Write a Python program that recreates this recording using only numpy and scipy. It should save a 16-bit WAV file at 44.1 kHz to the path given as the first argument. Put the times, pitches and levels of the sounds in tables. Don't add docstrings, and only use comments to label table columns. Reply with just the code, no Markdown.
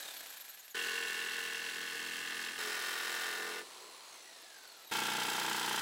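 import sys
import numpy as np
from scipy import signal
from scipy.fft import rfft, irfft, next_fast_len
from scipy.io import wavfile

SR = 44100
rng = np.random.default_rng(int(sys.argv[2]) if len(sys.argv) > 2 else 0)


def master(y):
    cut = np.clip(np.atleast_2d(y).T, -1, 1)
    pcm = np.round(cut * 32767)
    wavfile.write(sys.argv[1], SR, pcm.astype(np.int16))


N = 256220
T = np.arange(N) / SR
FAST_S, BIND_S, FREE_S, SLOW_S = .745, 2.585, 3.65, 4.912
BOOM_TOP_HZ = 590


def from_db(db):
    return 10 ** (np.asarray(db) / 20)


def rms_one(x):
    return x / np.sqrt(np.mean(x ** 2) + 1e-20)


def in_time(rows):
    s, *columns = np.transpose(rows)
    return [np.interp(T, s, column) for column in columns]


def between(start, stop, fade=0.00072):
    opening = np.clip((T - start) / fade, 0, 1)
    closing = np.clip((stop - T) / fade, 0, 1)
    return opening * closing


def drift(rate):
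    knots = rng.standard_normal(N // 10)
    return rms_one(np.interp(T * rate, np.arange(len(knots)), knots))


def colour(x, points):
    size = next_fast_len(len(x), True)
    hz, db = np.transpose(points)
    log_bins = np.log(np.maximum(np.arange(size // 2 + 1) * SR / size, 1))
    gain = from_db(np.interp(log_bins, np.log(hz), db))
    return rms_one(irfft(rfft(x, size) * gain, size)[:len(x)])


def band(x, hz, kind, order=2):
    sos = signal.butter(order, np.minimum(hz, SR / 2 - 1), kind, fs=SR, output="sos")
    return signal.sosfilt(sos, x)


def resonate(x, hz, width):
    turning = np.exp(2j * np.pi * np.cumsum(hz + np.zeros(len(x))) / SR)
    decay = np.exp(-np.pi * abs(width) / SR)
    envelope = signal.lfilter([1], [1, -decay], x / turning + 1e-18)
    return rms_one((turning * envelope).real)


def tail(x, t60):
    response = rng.standard_normal(SR // 2) * from_db(-60 * T[:SR // 2] / t60)
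    return signal.fftconvolve(x, response / np.linalg.norm(response))[:N]


def grains(grain_db):
    return rng.standard_normal(N) * from_db(grain_db * drift(3000))


# time_s, speed_strokes_per_s
CUT_SPEED = [(.745, 42.79), (1.15, 42.24), (1.45, 42.25), (1.9, 42.67), (2.45, 42.54), (2.7, 42.8),
             (3.2, 42.84), (3.65, 43.2)]
SLOW_STROKES_PER_S = 30.33
SWITCH_OFF_S, COAST_DECAY_S = 3.687, 1.44
RUNDOWN_STROKES_PER_S, BRAKING_PER_S2 = 19.32, 16.14


def motor_speed():
    running_down = RUNDOWN_STROKES_PER_S - BRAKING_PER_S2 * T
    drag = np.exp(-np.maximum(T - SWITCH_OFF_S, 0) / COAST_DECAY_S)
    fast = in_time(CUT_SPEED)[0] * drag
    return np.select([T < FAST_S, T < SLOW_S], [running_down, fast], SLOW_STROKES_PER_S)


def crank():
    return np.cumsum(motor_speed()) / SR


# stroke_share, level_db (relative, at 1700 Hz), brightness_db_per_octave
FAST_KNOCKS = [(.054, 2, -27), (.3, -4, -7), (.357, -11, 6), (.458, -18, -3), (.631, -16, 2),
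               (.797, -6, -9), (.869, -14, 13), (.931, -9, 16)]
# stroke_share, level_db (relative)
FAST_CLICKS = [(.41, -2), (0.959, -3)]
# stroke_share, half_length_share, boost_db
FAST_BITES = [(.42, 0.15, 6.5), (.99, 0.099, 4)]
# pitch_hz, width_hz, level_db (relative), glide_hz, change_db
FAST_MODES = [(413, 49, -13, 7, -12), (825, 19, -21.5, -1, 0.5), (1046, 57, -21, 4, -2),
              (1221, 26, -22.5, 4, 21), (1540, 58, -12, 6, -6), (1669, 100, -4.5, -11, 0.5),
              (1759, 27, -9.5, -15, 1.5), (1995, 10, -13.5, 34, -1), (2156, 110, -9.5, -74, 3),
              (2737, 100, -6.5, -25, -2), (3130, 65, -22, -20, 0), (3250, 62, -12.5, -50, 0.5),
              (5210, 56, -23.5, 9, 12)]
# stroke_rate_multiple, level_db (relative)
FAST_HUM = [(3, -13.5), (4, -13), (5, -5), (6, -5), (7, -4), (8, -4), (10, -12)]
# pitch_hz, level_db (relative)
FAST_COLOUR = [(59, -60), (100, -12), (205, 2), (396, 6.5), (460, 10), (593, -48), (925, -6), (1070, 0.5),
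               (1300, -2.5), (1750, 2), (2400, -9), (2780, 1), (3660, -9.5), (7690, -20), (15800, -27)]
# time_s, push_db
FAST_PUSH = [(0.77, -38.5), (0.774, -37.5), (1.512, -40.5), (1.626, -41.5), (2.494, -41.5), (2.548, -46),
             (2.57, -43)]


def fast_cut(strokes):
    levels = under_load(in_time(FAST_PUSH)[0], rasp_follows=0.81)
    return singing(strokes, levels[1]) + cut(
        strokes, FAST_S, BIND_S, levels, FAST_KNOCKS, FAST_CLICKS, FAST_BITES,
        FAST_MODES, FAST_HUM, FAST_COLOUR,
        ring_db=-2.0, clatter_db=-16, hum_db=-24.5, boom_db=-23, rumble_db=-26.5,
        scrape_db=-10.5, rasp_db=-5.5, click_db=-15.5,
        bite_at=0.63, bite_db=2.0, scrape_lopsided_db=0.0, grain_db=-0.2)


# stroke_share, level_db (relative, at 1700 Hz), brightness_db_per_octave
BIND_KNOCKS = [(0.042, -8.0, -19.6), (0.264, -0.8, 10.0), (0.38, -5.5, 9.3), (0.429, -4.9, 1.1),
               (0.622, -7.4, -14.6), (0.746, 4.3, 6.4), (0.892, 2.3, 8.5)]
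# stroke_share, level_db (relative)
BIND_CLICKS = [(.26, 0), (.73, -6), (.82, 0)]
# stroke_share, half_length_share, boost_db
BIND_BITES = [(.21, 0.11, 6.6), (.85, 0.14, 4)]
# pitch_hz, width_hz, level_db (relative), glide_hz, change_db
BIND_MODES = [(440, 40, -6, -62, 5), (777, 96, -13, 0, 6.5), (1007, 120, -12, 0, 2.5),
              (1157, 18, -17.5, 0, -3), (1206, 28, -10, -10, -2), (1499, 13, -18, 0, -10),
              (1905, 50, -19, 0, -2), (1465, 21, -3.5, -6, -1.5), (1585, 12, -9.5, -5, 8),
              (1710, 96, -9, -47, -1), (1763, 24, -7, -9, 2), (1848, 18, -7, -14, -4),
              (2073, 30, -13.5, 0, 2), (2250, 30, -14, -6, -4), (2740, 84, -14.5, -30, -2),
              (3127, 15, -14, -2, -3), (3840, 150, -15, 0, -1), (5240, 250, -13.5, 0, -2)]
# stroke_rate_multiple, level_db (relative)
BIND_HUM = [(3, -24.5), (4, -16), (5, -9), (6, -8.5), (7, -21), (8, -1), (9, -1), (10, 6.5), (11, 0.5)]
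# pitch_hz, level_db (relative)
BIND_COLOUR = [(59, -69), (100, -41), (422, -6), (593, -16), (760, -14.5), (1170, -7), (1270, -16),
               (1440, -6), (1670, -1.5), (1780, -4.5), (2350, -10.5), (3090, -10.5), (3370, -13),
               (5140, -18), (5720, -21), (15800, -28.5)]
# time_s, push_db
BIND_PUSH = [(2.6, -39.5), (2.602, -39.5), (3.234, -39.5), (3.508, -42.5), (3.595, -43.5), (3.625, -51.5),
             (3.65, -66)]


def binding_cut(strokes):
    levels = under_load(in_time(BIND_PUSH)[0], rasp_follows=1.5)
    return cut(
        strokes, BIND_S, FREE_S, levels, BIND_KNOCKS, BIND_CLICKS, BIND_BITES,
        BIND_MODES, BIND_HUM, BIND_COLOUR,
        ring_db=-1.13, clatter_db=-10.5, hum_db=-15.0, boom_db=-19.5, rumble_db=-20.0,
        scrape_db=-7, rasp_db=-5, click_db=-11.5,
        bite_at=0.31, bite_db=-1.5, scrape_lopsided_db=0.5, grain_db=0.8)


# stroke_share, level_db (relative, at 1700 Hz), brightness_db_per_octave
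SLOW_KNOCKS = [(0.172, 7.1, -11.6), (0.24, -0.0, -0.2), (0.305, -4.6, 13.1), (0.436, 1.5, 4.0),
               (0.512, 0.4, -3.7), (0.707, -8.5, 10.5), (0.844, -1.9, -6.8), (0.907, -5.0, 2.8)]
# stroke_share, level_db (relative)
SLOW_CLICKS = [(.27, -3), (.36, -4), (.46, -7), (.72, -9), (.85, 0)]
# stroke_share, half_length_share, boost_db
SLOW_BITES = [(.41, 0.12, 2.3), (.8, 0.093, 7.9)]
# pitch_hz, width_hz, level_db (relative), glide_hz, change_db
SLOW_MODES = [(335, 18, -8, 5, 0), (744, 70, -17, -2, -1), (841.4, 20, -12.5, -14, 1.5),
              (1133, 100, -18, 0, 0), (1700, 22, -13, 0, -1), (2346, 90, -20, 0, -7), (3095, 46, -20, 0, 0),
              (1007, 62, -12, 17, 4), (1233, 264, -9.5, 22, 1.5), (1367, 68, -8.5, 8, -4),
              (1574, 61, -7, 20, 1), (1826, 160, -12.5, 57, 5), (2000, 13, -17.5, 13, 3),
              (2230, 18, -20, 15, -5), (2610, 58, -13, 38, -4), (3165, 32, -12.5, -30, 4),
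              (3242, 110, -14, -43, -9), (3450, 120, -14.5, -24, -5), (4990, 23, -28, 0, 9)]
# stroke_rate_multiple, level_db (relative)
SLOW_HUM = [(2, -29), (4, -23), (5, -3.5), (6, -7.5), (7, 0.5), (8, -9), (9, -11), (10, -15), (11, 3.5),
            (12, -4.5), (13, -1), (14, -6.5), (15, -1), (16, -4)]
# pitch_hz, level_db (relative)
SLOW_COLOUR = [(35, -66), (60, -30), (206, -12), (300, -3.5), (337, -1.5), (416, -15), (467, -9),
               (563, -12.5), (837, -1), (1080, -4), (1570, -0.5), (1810, -8), (3160, -7.5), (4090, -15),
               (12000, -26), (15800, -27.5)]
SLOW_PUSH_DB = -37


def slow_cut(strokes):
    levels = under_load(SLOW_PUSH_DB, rasp_follows=0.98)
    return cut(
        strokes, SLOW_S, np.inf, levels, SLOW_KNOCKS, SLOW_CLICKS, SLOW_BITES,
        SLOW_MODES, SLOW_HUM, SLOW_COLOUR,
        ring_db=-1.9, clatter_db=-9.5, hum_db=-11.0, boom_db=-29, rumble_db=-13.5,
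        scrape_db=-8, rasp_db=-3.5, click_db=-12,
        bite_at=0.33, bite_db=3.5, scrape_lopsided_db=1.0, grain_db=2.0)


CLICK_T60_S, CLICK_LOW_HZ, CLICK_HIGH_HZ = 0.033, 3420, 6120


def cut(strokes, start, stop, levels, knocks, guide_clicks, bites, modes, hum, spectrum,
        ring_db, clatter_db, hum_db, boom_db, rumble_db, scrape_db, rasp_db, click_db,
        bite_at, bite_db, scrape_lopsided_db, grain_db):
    gate = between(start, stop)
    strokes = strokes - np.interp(start, T, strokes)
    boom, ring, rasp = from_db(levels)

    def even(x):
        return x / np.sqrt(np.mean(x[gate > 0] ** 2))

    clicks = knocking(strokes, knocks)
    rings = list(ringing(clicks, gate, modes))
    sheet = sum(sound for hz, sound in rings if hz >= BOOM_TOP_HZ)
    box = sum(sound for hz, sound in rings if hz < BOOM_TOP_HZ)
    out = ring * from_db(ring_db) * even(sheet)
    out += ring * from_db(boom_db) * even(box)
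    clatter = band(colour(tail(clicks(2200), .018), spectrum), [750, 5500], "band")
    out += ring * from_db(clatter_db) * even(clatter)
    shaking = sum(from_db(db + 1.0 * drift(13)) * np.sin(2 * np.pi * (k * strokes + rng.random()))
                  for k, db in hum)
    out += boom * from_db(hum_db) * even(shaking)
    angle = 2 * np.pi * (strokes - bite_at)
    bite = from_db(bite_db * np.cos(2 * angle) + 0.38 * drift(70))
    lopsided = from_db(scrape_lopsided_db * np.cos(angle))
    teeth = colour(grains(grain_db) * biting(strokes, bites) * from_db(0.67 * drift(70)), spectrum)
    scrape = colour(grains(grain_db) * bite * lopsided, spectrum)
    out += rasp * from_db(rasp_db) * even(blade(band(teeth, 4330, "high")))
    click_train = knocking(strokes, [(at, db, 0) for at, db in guide_clicks])(CLICK_LOW_HZ)
    clicking = band(tail(click_train, CLICK_T60_S), [CLICK_LOW_HZ, CLICK_HIGH_HZ], "band", order=3)
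    out += rasp * from_db(click_db) * even(clicking)
    out += ring * from_db(scrape_db) * even(band(scrape, [550, 3400], "band"))
    out += boom * from_db(rumble_db) * even(band(scrape, BOOM_TOP_HZ, "low", order=4))
    return out * gate


def knocking(strokes, knocks):
    share, level_db, tilt_db = np.transpose(knocks)
    turns = np.arange(np.ceil(strokes[0]), np.ceil(strokes[-1]))[:, None] + share
    times = np.interp(turns, strokes, T) + .000026 * rng.standard_normal(turns.shape)
    at = np.clip(np.round(times * SR).astype(int), 0, N - 1).ravel()
    force_db = level_db + 1.2 * rng.standard_normal(turns.shape)

    def train(hz):
        return np.bincount(at, from_db(force_db + tilt_db * np.log2(hz / 1700)).ravel(), N)

    return train


SKIRT_HZ = 235


def ringing(clicks, gate, modes):
    cutting = gate > 0
    progress = -np.cos(np.linspace(0, np.pi, cutting.sum())) / 2
    for hz, width, db, glide_hz, change_db in modes:
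        force = band(clicks(hz)[cutting], [hz - SKIRT_HZ, hz + SKIRT_HZ], "band")
        level = from_db(db + change_db * progress)
        sound = np.zeros(N)
        sound[cutting] = level * resonate(force, hz + glide_hz * progress, width)
        yield hz, sound


def biting(strokes, bites):
    gain_db = 0
    for at, length, db in bites:
        away = (strokes - at + .5) % 1 - .5
        gain_db = gain_db + db * np.exp(-(away / length) ** 2)
    return from_db(gain_db)


# pitch_hz, width_hz, level_db (relative to the friction noise)
BLADE = [(4050, 250, -18), (5330, 550, -51), (7800, 410, -18), (10230, 560, -20.5), (14800, 400, -27)]


def blade(x):
    ring = sum(from_db(db) * resonate(x, hz, width) for hz, width, db in BLADE)
    return rms_one(rms_one(x) + ring)


# stroke_rate_multiple, level_db (relative to the ring), change_db_per_s
FAST_TONES = [(11, -14, -4), (26.1, -15, -4), (34, -13, -5), (35, -9.5, -3)]


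def singing(strokes, ring_db):
    tones = 0
    for k, db, db_per_s in FAST_TONES:
        level = from_db(ring_db + db + db_per_s * (T - FAST_S) + drift(13.4))
        tones = tones + level * np.sin(2 * np.pi * (k * strokes + rng.random()))
    return between(FAST_S, BIND_S) * tones


USUAL_PUSH_DB = -40
BOOM_FOLLOWS = 0.64
# centre_s, half_length_s, boost_db
BOOMS = [(0.884, 0.088, 0.5), (2.1, 0.49, 6), (2.672, 0.025, 4), (3.58, 0.25, 6)]


def under_load(push_db, rasp_follows):
    harder = push_db - USUAL_PUSH_DB + np.zeros(N)
    swells = sum(db * np.exp(-((T - s) / length) ** 2) for s, length, db in BOOMS)
    return USUAL_PUSH_DB + np.array([BOOM_FOLLOWS * harder + swells, harder, rasp_follows * harder])


# pitch_hz, level_db (relative)
COAST_COLOUR = [(47, -50), (80, -45), (114, -27), (145, -22), (360, -3.5), (612, -3), (684, -0.5),
                (1980, -2), (2410, -1.5), (4290, -1.5), (7130, -7), (9710, -9.5), (11300, -13.5),
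                (12400, -16), (15800, -17.5)]


def coasting(strokes):
    levels = with_speed(rattle_db_per_octave=5.0, slide_db_per_octave=3.0, gears_db_per_octave=3.0)
    works = free_run(strokes - np.interp(FREE_S, T, strokes), levels, COAST_COLOUR,
                     slide_at=0.034, swish_db=0.5, slide_db=-56.5, rattle_db=-70.0,
                     gears_db=-58.5, throb_at=0.037, throb_db=10)
    return works * between(FAST_S, SLOW_S) + grazing(strokes)


# pitch_hz, level_db (relative)
RUNDOWN_COLOUR = [(47, -58), (80, -41), (295, -17.5), (368, -19), (763, -7), (1020, -9), (1400, -5.5),
                  (1650, 0.5), (1900, -6.5), (2800, -5), (3670, -4.5), (4290, -6.5), (9090, -10.5),
                  (12700, -12), (15800, -16)]


def rundown(strokes):
    levels = with_speed(rattle_db_per_octave=14.5, slide_db_per_octave=8.5, gears_db_per_octave=22)
    works = free_run(strokes, levels, RUNDOWN_COLOUR,
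                     slide_at=0.11, swish_db=2.0, slide_db=-46.5, rattle_db=-59.0,
                     gears_db=-48.5, throb_at=0.042, throb_db=9)
    return works * between(-1, FAST_S) + ticks() + low_chirps()


# stroke_rate_multiple, level_db (relative)
GEARS = [(68, 3), (136, -1), (204, 7), (272, 2), (340, -1)]
# pitch_hz, gain_db
HOUSING = [(1000, -24), (1250, -16), (1400, -6), (1600, -3), (1800, -5), (2050, -6), (2300, -19),
           (3200, -16), (3550, -5), (3850, -5), (4000, -16), (4300, -7), (4520, -4.5), (4900, -19),
           (5500, -12), (5900, -16), (6450, -8), (7300, -22), (8000, -16), (8800, -12), (9300, -17),
           (9800, -5), (10400, -21)]


def free_run(strokes, levels, spectrum, slide_at, swish_db, slide_db, rattle_db,
             gears_db, throb_at, throb_db):
    rattle, slide, gears = from_db(levels)
    pace = np.cos(4 * np.pi * (strokes - slide_at))
    friction = colour(grains(2.26) * from_db(swish_db * pace), spectrum)
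    out = slide * from_db(slide_db) * blade(band(friction, BOOM_TOP_HZ, "high", order=3))
    out += rattle * from_db(rattle_db) * rms_one(band(friction, BOOM_TOP_HZ, "low", order=3))
    load = np.cos(4 * np.pi * (strokes - throb_at))
    wheel = strokes + .00055 * drift(200) + .0009 * load
    speed = np.gradient(strokes) * SR
    for k, db in GEARS:
        housing_db = np.interp(k * speed, *np.transpose(HOUSING))
        whine_db = db + housing_db + throb_db * (load - .7) + 2 * drift(40)
        out += gears * from_db(gears_db + whine_db) * np.sin(2 * np.pi * k * wheel)
    return out


LEVEL_STROKES_PER_S = 20


def with_speed(rattle_db_per_octave, slide_db_per_octave, gears_db_per_octave):
    octaves = np.log2(motor_speed() / LEVEL_STROKES_PER_S)
    return np.outer([rattle_db_per_octave, slide_db_per_octave, gears_db_per_octave], octaves)


# start_s, until_s, pitch_hz, width_hz, level_db
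GRAZES = [(3.4, 3.79, 420, 290, -68.5), (3.84, 3.88, 390, 110, -61), (3.3, 4.15, 1020, 330, -63),
          (3.75, 4.36, 4200, 300, -66.5), (4.22, 4.46, 677, 120, -69)]
GRAZE_RELEASE_S = 0.052


def grazing(strokes, pulse_db=3):
    brush = grains(3.3) * from_db(pulse_db * np.cos(4 * np.pi * strokes))
    out = np.zeros(N)
    for start, until, hz, width, db in GRAZES:
        ring = resonate(resonate(brush, hz, width), hz, width)
        gate = between(start - GRAZE_RELEASE_S, until + GRAZE_RELEASE_S, GRAZE_RELEASE_S)
        out += from_db(db) * ring * gate
    return out


# time_s, level_db (before the ring and filter)
TICKS = [(.207, -22), (0.26, -19), (.326, -23), (.4, -24), (.481, -24), (.574, -25), (.68, -23.5)]


def ticks(t60=0.025):
    s, db = np.transpose(TICKS)
    clicks = np.bincount((s * SR).astype(int), from_db(db), N)
    return band(tail(clicks, t60), [1200, 7000], "band", order=1)


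# time_s, level_db (peak)
SQUEAKS = [(.012, -46), (.085, -53), (.118, -55), (.147, -49), (.177, -47), (.203, -47), (.233, -55),
           (.272, -53), (.306, -47), (.34, -51), (.378, -50), (.414, -46), (.455, -52), (.5, -46),
           (.548, -52), (.597, -53), (.657, -54), (.708, -53), (4.422, -59), (4.54, -65), (4.585, -59),
           (4.635, -61), (4.68, -57), (4.725, -61), (4.773, -60), (4.8, -61), (4.825, -59), (4.85, -58),
           (4.877, -52), (4.9, -57)]
SQUEAK_HALF_STROKES, SQUEAK_BEND_HZ = 0.16, 300
SQUEAK_HZ, SQUEAK_SAG_HZ_PER_S, SQUEAK_FLUTTER_HZ = 12390, 38, 210


def squeaks():
    out = np.zeros(N)
    speed = motor_speed()
    flutter = SQUEAK_FLUTTER_HZ * drift(1300)
    for s, db in SQUEAKS:
        near = abs(T - s) < .05
        away = (T[near] - s) * np.interp(s, T, speed) / SQUEAK_HALF_STROKES
        pitch = SQUEAK_HZ - SQUEAK_SAG_HZ_PER_S * s + SQUEAK_BEND_HZ * away ** 2 + flutter[near]
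        out[near] += from_db(db) * np.exp(-away ** 2) * np.sin(2 * np.pi * np.cumsum(pitch) / SR)
    return out


# time_s, level_db (peak)
LOW_CHIRPS = [(.305, -57), (0.505, -56), (.603, -53), (.713, -53)]
LOW_CHIRP_HZ, LOW_CHIRP_FALL_HZ_PER_S = 6900, 34000
LOW_CHIRP_FLUTTER_HZ, LOW_CHIRP_HALF_S = 131, .01


def low_chirps():
    wavering = LOW_CHIRP_FLUTTER_HZ * drift(1300)
    out = np.zeros(N)
    for s, db in LOW_CHIRPS:
        pitch = LOW_CHIRP_HZ - LOW_CHIRP_FALL_HZ_PER_S * (T - s) + wavering
        swell = np.exp(-((T - s) / LOW_CHIRP_HALF_S) ** 2)
        out += from_db(db) * swell * np.sin(2 * np.pi * np.cumsum(pitch) / SR)
    return out


# pitch_hz, level_db (relative)
ROOM_TONE = [(25, -10), (70, -2.5), (150, -1.5), (500, 2), (3000, -12), (15000, -23)]


def scene(room_db=-14, room_t60=0.12, room_tone_db=-80):
    strokes = crank()
    saw = fast_cut(strokes) + binding_cut(strokes) + slow_cut(strokes)
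    saw += coasting(strokes) + rundown(strokes) + squeaks()
    echo = from_db(room_db) * band(tail(saw, room_t60), [250, 7000], "band", order=1)
    air = from_db(room_tone_db) * colour(rng.standard_normal(N), ROOM_TONE)
    return (saw + echo + air)[None]


CUTOFF_HZ = 15800


def record(dry):
    rounded = .09 * np.tanh(dry / .09)
    return signal.sosfilt(signal.ellip(12, .1, 80, CUTOFF_HZ, fs=SR, output="sos"), rounded)


dry = scene()
out = record(dry)
master(out)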